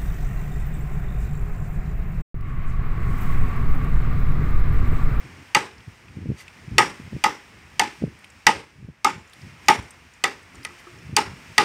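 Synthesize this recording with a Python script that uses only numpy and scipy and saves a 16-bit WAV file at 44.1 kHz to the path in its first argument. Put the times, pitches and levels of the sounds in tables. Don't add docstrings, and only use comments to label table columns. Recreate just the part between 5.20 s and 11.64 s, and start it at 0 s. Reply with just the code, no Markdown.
import sys
import numpy as np
from scipy import signal
from scipy.fft import rfft, irfft
from scipy.io import wavfile
from scipy.ndimage import uniform_filter1d

SR = 44100
rng = np.random.default_rng(int(sys.argv[2]) if len(sys.argv) > 2 else 0)


def pcm_store(signal):
    levels = np.round(np.clip(np.atleast_2d(signal), -1, 1) * 32767)
    wavfile.write(sys.argv[1], SR, levels.astype(np.int16).T)


def convert_level_to_amplitude(level_db):
    exponent = np.asarray(level_db, float) / 20
    return 10 ** exponent


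N = 284004
TIME = np.arange(SR // 2) / SR

# frequency in Hz, level in dB per Hz.
CRUNCH = [(180, -41.5), (400, -10.5), (800, -15.5), (1580, -9), (2070, -2.5), (2800, -2.5), (4090, -12),
          (4750, -6), (5250, -22), (5800, -7), (8790, -15), (15000, -27.5), (16000, -43.5)]
# strongest eddy in seconds, its peak in dB, its frequency in Hz,
# build in seconds, fall in seconds.
GUSTS = [(.051, -31, 141, .01, 0.024), (.682, -27, 126, 0.0091, .01), (.908, -37, 100, 0.035, 0.024),
         (.972, -24, 150, 0.0089, 0.081), (1.059, -21, 209, 0.073, .05), (1.103, -13.5, 157, 0.051, 0.038),
         (1.535, -21.5, 123, 0.078, 0.065), (1.684, -35, 179, 0.023, 0.035),
         (1.801, -28, 229, 0.011, 0.011), (1.878, -31.5, 165, 0.079, 0.018),
         (1.932, -22.5, 212, .01, 0.047), (1.966, -21.5, 207, 0.059, .01), (2.824, -20, 270, .006, .02),
         (2.840, -10, 210, 0.021, 0.03), (2.880, -25, 191, .008, 0.01), (3.648, -28, 121, 0.09, 0.017),
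         (3.688, -27, 195, .01, 0.021), (3.982, -31, 174, 0.072, 0.0091), (4.25, -35.5, 140, 0.074, 0.17),
         (4.598, -26.5, 180, .05, 0.017), (5.896, -28.5, 178, 0.08, 0.026),
         (5.931, -23.5, 157, 0.025, 0.045), (6.119, -31.5, 149, 0.11, .04), (6.321, -37.5, 139, 0.1, 0.018)]


def add(out, start_s, x):
    i = max(int(start_s * SR), 0)
    out[i:i + len(x)] += x[:len(out) - i]


def fade(t60_s):
    return np.exp(-np.log(1000) * TIME / t60_s)


def rise(rise_s):
    return np.minimum(TIME / rise_s, 1)


def sine(hz):
    return np.sin(2 * np.pi * hz * TIME)


def noise(spectrum, count):
    hz, db = np.transpose(spectrum)
    f = np.maximum(np.fft.rfftfreq(count, 1 / SR), 1)
    gain = convert_level_to_amplitude(np.interp(np.log(f), np.log(hz), db, -90, -90))
    x = irfft(rfft(rng.standard_normal(count)) * gain, count)
    return x / np.std(x)


def around(hz, spread):
    edges_hz = [hz / (1 + spread), min(hz * (1 + spread), .45 * SR)]
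    sos = signal.butter(2, edges_hz, "bandpass", fs=SR, output="sos")
    band = signal.sosfilt(sos, rng.standard_normal(len(TIME)))
    return band / np.std(band)


def split(x, hz):
    dull = signal.lfilter(*signal.butter(2, hz, fs=SR), x)
    return dull, x - dull


def walk(rate_hz):
    k = int(SR / rate_hz)
    held = np.repeat(rng.standard_normal(N // k + 1), k)
    return 1.26 * uniform_filter1d(uniform_filter1d(held, k), k)[:N]


def ring(modes, scatter_db=0.):
    out = np.zeros(len(TIME))
    for hz, db, t60_s in modes:
        strike, detune, phase = rng.standard_normal(3)
        tone = np.sin(2 * np.pi * hz * (1 + 0.007 * detune) * TIME + phase)
        out += convert_level_to_amplitude(db + scatter_db * strike) * fade(t60_s) * tone
    return out


def returns(x, first_db, later_db):
    round_trip_s = .0191
    out = x.copy()
    for k in range(4):
        add(out, (k + 1) * round_trip_s, convert_level_to_amplitude(first_db + k * later_db) * x)
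    return out


def throb(hz, peak_s, spread_s, db, first_db, later_db):
    swell = np.exp(-((TIME - peak_s) / spread_s) ** 2 / 2) * rise(.003)
    tone = sine(hz * (1 + .008 * rng.standard_normal()))
    rough = .3 * returns(swell, first_db, later_db) * around(hz, spread=.1)
    return convert_level_to_amplitude(db) * (returns(swell * tone, first_db, later_db) + rough)


def fibre_crunch(wall_db, notch_db, sliver_hz):
    crunch_db = -14 - .2 * (wall_db + 18.5)
    cut = rise(0.00027) / (1 + (TIME / 0.0039) ** 3.6)
    buzz = 1.15 * sine(sliver_hz) + .6 * around(sliver_hz, spread=0.05)
    sliver = convert_level_to_amplitude(-8.5) * cut * buzz
    body, edge = split(returns(cut, -20.0, -7.0) * noise(CRUNCH, len(TIME)), 5900)
    body_db = 0.53 * notch_db + 10.5
    return convert_level_to_amplitude(crunch_db + 4.0) * (convert_level_to_amplitude(body_db) * body + edge + sliver)


def pole_throbs(hollow_db, wall_db, notch_db, late):
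    # frequency in Hz, peak in seconds, spread in seconds, level in dB, first return in dB,
    # change per later return in dB.
    hollow = (862, .0080, .0036, 2, 0.5, -11)
    wall = (1250, .0090, .0036, 3, -7, -7)
    notch = (1965, .0065, .0036, 1.5, -11, -7)
    # frequency in Hz, level in dB, t60 in seconds.
    linger = [(833, -31, 0.37), (902, -34.5, .36)]
    parts = convert_level_to_amplitude(hollow_db) * throb(*hollow) + convert_level_to_amplitude(wall_db) * throb(*wall) + convert_level_to_amplitude(notch_db) * throb(*notch)
    return parts + convert_level_to_amplitude(hollow_db + 11.5) * late * ring(linger, scatter_db=1.5)


def ragged(x):
    streak_octaves, streak_db = .12, 2
    octaves = np.log2(np.maximum(np.fft.rfftfreq(len(x), 1 / SR), 50) / 50)
    bumps = np.interp(octaves / streak_octaves, np.arange(200), rng.standard_normal(200))
    return irfft(rfft(x) * convert_level_to_amplitude(streak_db * bumps), len(x))


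def yard_wash(blow_db, late):
    # frequency in Hz, level in dB per Hz.
    yard = [(71, -33.5), (120, -6.5), (393, -0.5), (630, -11.5), (839, -4.5), (1430, -7.5), (2110, -4.5),
            (4410, -20), (5630, -19), (6370, -24), (7200, -22), (13900, -42.5), (16000, -49)]
    # frequency in Hz, level in dB, t60 in seconds.
    poles = [(252, -29, 0.16), (393, -29, 0.34), (444, -27, 0.25), (552.6, -30.5, 0.27), (800, -17.5, 0.15),
             (838, -28, 0.25), (878, -21, 0.18), (988, -23.5, 0.13), (1193, -18, 0.089), (1256, -16, 0.14),
             (1478, -25, 0.077), (1754, -29.5, 0.17), (1973, -19, 0.066), (2154, -12, 0.062),
             (2340, -36, .12), (2780, -19.5, .12), (3035, -27.5, 0.11), (3553, -20.5, 0.068),
             (4800, -29.5, 0.077), (5500, -31.5, .06)]
    shake_db = 0.41 * blow_db
    scatter = convert_level_to_amplitude(-19.5) * fade(0.16) + convert_level_to_amplitude(-19) * fade(0.36)
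    patches = convert_level_to_amplitude(1.4 * walk(150)[:len(TIME)])
    tail = ragged(noise(yard, len(TIME))) * scatter * patches
    dull, bright = split(tail + ring(poles, scatter_db=2.5), 1000)
    return convert_level_to_amplitude(1.5 + shake_db) * late * dull + convert_level_to_amplitude(2.5 + shake_db) * rise(0.0061) * bright


def chops():
    # start in seconds, peak in dB, then hollow, wall and notch in dB relative to the peak.
    blows = [(0.348, -0.5, -15.5, -19, -12.5), (1.582, 2, -17, -18.5, -10.5),
             (2.039, -2.5, -11.5, -16, -15), (2.595, -3, -11, -27, -14.5), (3.267, 0.5, -11.5, -20, -8.5),
             (3.8455, -3, -12.5, -10, -35), (4.484, 1, -9.5, -14, -12), (5.039, -4.5, -29, -19, -11.5),
             (5.449, -19, -29, -20.5, -11), (5.9654, -1, -15.5, -39, -33), (6.380, 1.5, -18, -17, -11)]
    slivers_hz = [4610, 5620, 4860, 4760, 5720, 5200, 6980, 7360, 9600, 4640, 4580]
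    out = np.zeros(N)
    late = rise(0.02) ** 1.56
    for (start_s, db, hollow_db, wall_db, notch_db), sliver_hz in zip(blows, slivers_hz):
        crunch = fibre_crunch(wall_db, notch_db, sliver_hz)
        pole = pole_throbs(hollow_db, wall_db, notch_db, late)
        add(out, start_s, convert_level_to_amplitude(db) * (crunch + pole + convert_level_to_amplitude(-4.0) * yard_wash(db, late)))
    return out


def blade():
    # start in seconds, peak in dB.
    knocks = [
        (5.345, -42.5),
        (5.503, -39),
        (5.668, -34),
    ]
    # frequency in Hz, level in dB, t60 in seconds.
    knock_modes = [(349.3, -1.5, 0.25), (1126, 1, 0.067), (1287, 5, 0.048)]
    # release in seconds, level in dB, scrape length in seconds.
    scrapes = [
        (1.203, -42.5, 0.028),
        (5.595, -49, 0.013),
    ]
    # frequency in Hz, level in dB, t60 in seconds.
    steel = [(2020, 4, 0.091), (8300, -14, .05), (10080, -14, .13), (11800, -16, .07), (13400, -12, .09)]
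    out = np.zeros(N)
    for start_s, db in knocks:
        add(out, start_s, convert_level_to_amplitude(db - 5.5) * rise(0.0024) * ring(knock_modes))
    for release_s, db, scrape_s in scrapes:
        rub = noise(CRUNCH, len(TIME)) * np.exp(-((TIME - .1) / scrape_s) ** 2)
        add(out, release_s - .1, convert_level_to_amplitude(db - 4) * rub)
        add(out, release_s, convert_level_to_amplitude(db) * rise(0.0018) * ring(steel))
    return out


def chips():
    # start in seconds, peak in dB, frequency in Hz, t60 in seconds.
    landings = [(.581, -51, 5200, .025), (.604, -49, 2900, .025), (.883, -42, 2500, .025),
                (1.183, -55, 9000, .02), (1.280, -36, 2600, .022), (3.043, -37, 2500, .025),
                (3.102, -48, 7500, .02), (4.075, -55, 7000, .02), (4.097, -54, 7500, .02),
                (4.133, -43, 3500, .03), (4.135, -50, 10000, .03), (4.217, -51, 5000, .02),
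                (4.461, -50, 7000, .02), (4.625, -50, 8000, .04), (4.707, -41, 8200, .03),
                (4.937, -51, 7000, .03), (5.348, -53, 8500, .02), (5.355, -46, 7000, .02),
                (5.432, -47, 5000, .02), (5.439, -49, 10000, .04), (5.449, -38, 10000, .02),
                (5.787, -51, 5500, .02), (2.99, -55, 9000, .02), (5.23, -54, 8000, .02),
                (1.281, -52, 7500, .02), (3.045, -52, 9000, .02)]
    out = np.zeros(N)
    for start_s, db, hz, t60_s in landings:
        tick = fade(t60_s) * (0.9 * sine(hz) + 0.74 * around(hz, spread=0.3))
        add(out, start_s, convert_level_to_amplitude(db + 5) * tick / np.abs(tick).max())
    return out


def eddies(lead_s):
    gap_s, side_hz, scatter_db = .014, 151, 3
    k = np.arange(-9, 10)
    side = k != 0
    rows = []
    for peak_s, db, hz, build_s, fall_s in GUSTS:
        when, size, pitch, turn = rng.standard_normal((4, len(k)))
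        dt = gap_s * (k + .33 * when * side)
        drop_db = 20 * np.abs(dt / np.where(dt < 0, build_s, fall_s)) ** 1.47
        level_db = db - drop_db + scatter_db * size * side
        eddy_hz = np.where(side, side_hz * np.exp(.17 * pitch), hz)
        rows += zip(peak_s + dt, level_db, eddy_hz, turn)
    return [row for row in rows if row[1] > -70 and row[0] > lead_s]


def wind(air_db):
    # frequency in Hz, level in dB per Hz.
    rumble = [(15, -58), (30, -30.5), (50, -1.5), (90, 1), (160, -5.5), (240, -8), (330, -10), (400, -13),
              (600, -33.5), (900, -45)]
    now_s = np.arange(N) / SR
    swell = np.zeros(N)
    for peak_s, db, _, build_s, _ in GUSTS:
        slope_s = np.where(now_s < peak_s, 0.44 * build_s, 0.034)
        swell += convert_level_to_amplitude(db - 26.5) * np.exp(-np.abs(now_s - peak_s) / slope_s)
    out = (convert_level_to_amplitude(air_db - 1) + swell) * convert_level_to_amplitude(4.06 * walk(25)) * noise(rumble, N)
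    lead_s = .03
    t = TIME[:SR // 10] - lead_s
    for peak_s, db, hz, turn in eddies(lead_s):
        cycles = hz * t
        kick = np.exp(-np.where(t < 0, 1.6, 1.1) * np.abs(cycles))
        swing = kick * np.sin(2 * np.pi * (0.92 * cycles - 0.15 * cycles ** 2 + turn))
        crest = np.exp(-(3.4 * cycles) ** 2) * np.sin(2 * np.pi * (1.92 * cycles + turn))
        crest_db = -3.0 + 0.36 * db
        add(out, peak_s - lead_s, convert_level_to_amplitude(db) * (swing + convert_level_to_amplitude(crest_db) * crest))
    return out


def leaves_and_village(air_db):
    # frequency in Hz, level in dB per Hz.
    leaves = [(260, -38), (450, -4.5), (600, -6.5), (900, -3), (1440, -3), (2000, -0.5), (2500, -2),
              (2900, -7), (3500, -13.5), (4500, -18.5), (6500, -19.5), (8000, -22.5), (10500, -29.5),
              (16500, -33)]
    hum, hiss = split(noise(leaves, N), 5200)
    return convert_level_to_amplitude(air_db) * (convert_level_to_amplitude(0.23 * walk(10)) * hum + convert_level_to_amplitude(3.5 + 1.2 * walk(12)) * hiss)


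def scene():
    # time in seconds, level in dB.
    breeze = [(0.0, -47), (0.36, -51.5), (0.57, -53.5), (1.0, -53.5), (1.68, -49.5), (3.34, -54.5),
              (3.5, -58.5), (3.87, -60.5), (4.02, -55.5), (4.32, -51), (4.48, -49.5), (4.9, -55),
              (5.49, -49.5), (5.94, -50.5), (6.19, -49), (6.44, -48.5)]
    air_db = np.interp(np.arange(N) / SR, *np.transpose(breeze))
    return (chops() + blade() + chips() + wind(air_db) + leaves_and_village(air_db))[None]


def band_limit(x):
    return signal.sosfilt(signal.butter(12, 16690, fs=SR, output="sos"), x)


def record(dry):
    # frequency in Hz, width in Hz, level in dB.
    port = [(5390, 730, 5.5), (8700, 540, 5.5), (4700, 390, 3)]
    f = np.fft.rfftfreq(N, 1 / SR)
    port_db = sum(db / (1 + (2 * (f - hz) / width_hz) ** 2) for hz, width_hz, db in port)
    bass_cut = f ** 2 / (f ** 2 + 27.0 ** 2)
    coloured = irfft(rfft(dry) * bass_cut * convert_level_to_amplitude(port_db), N)
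    rounded = np.tanh(0.89 * coloured) / 0.96
    top_cut = signal.ellip(6, .2, 40, 15550, fs=SR, output="sos")
    return band_limit(signal.sosfilt(top_cut, rounded))


dry = scene()
out = record(dry)
pcm_store(out)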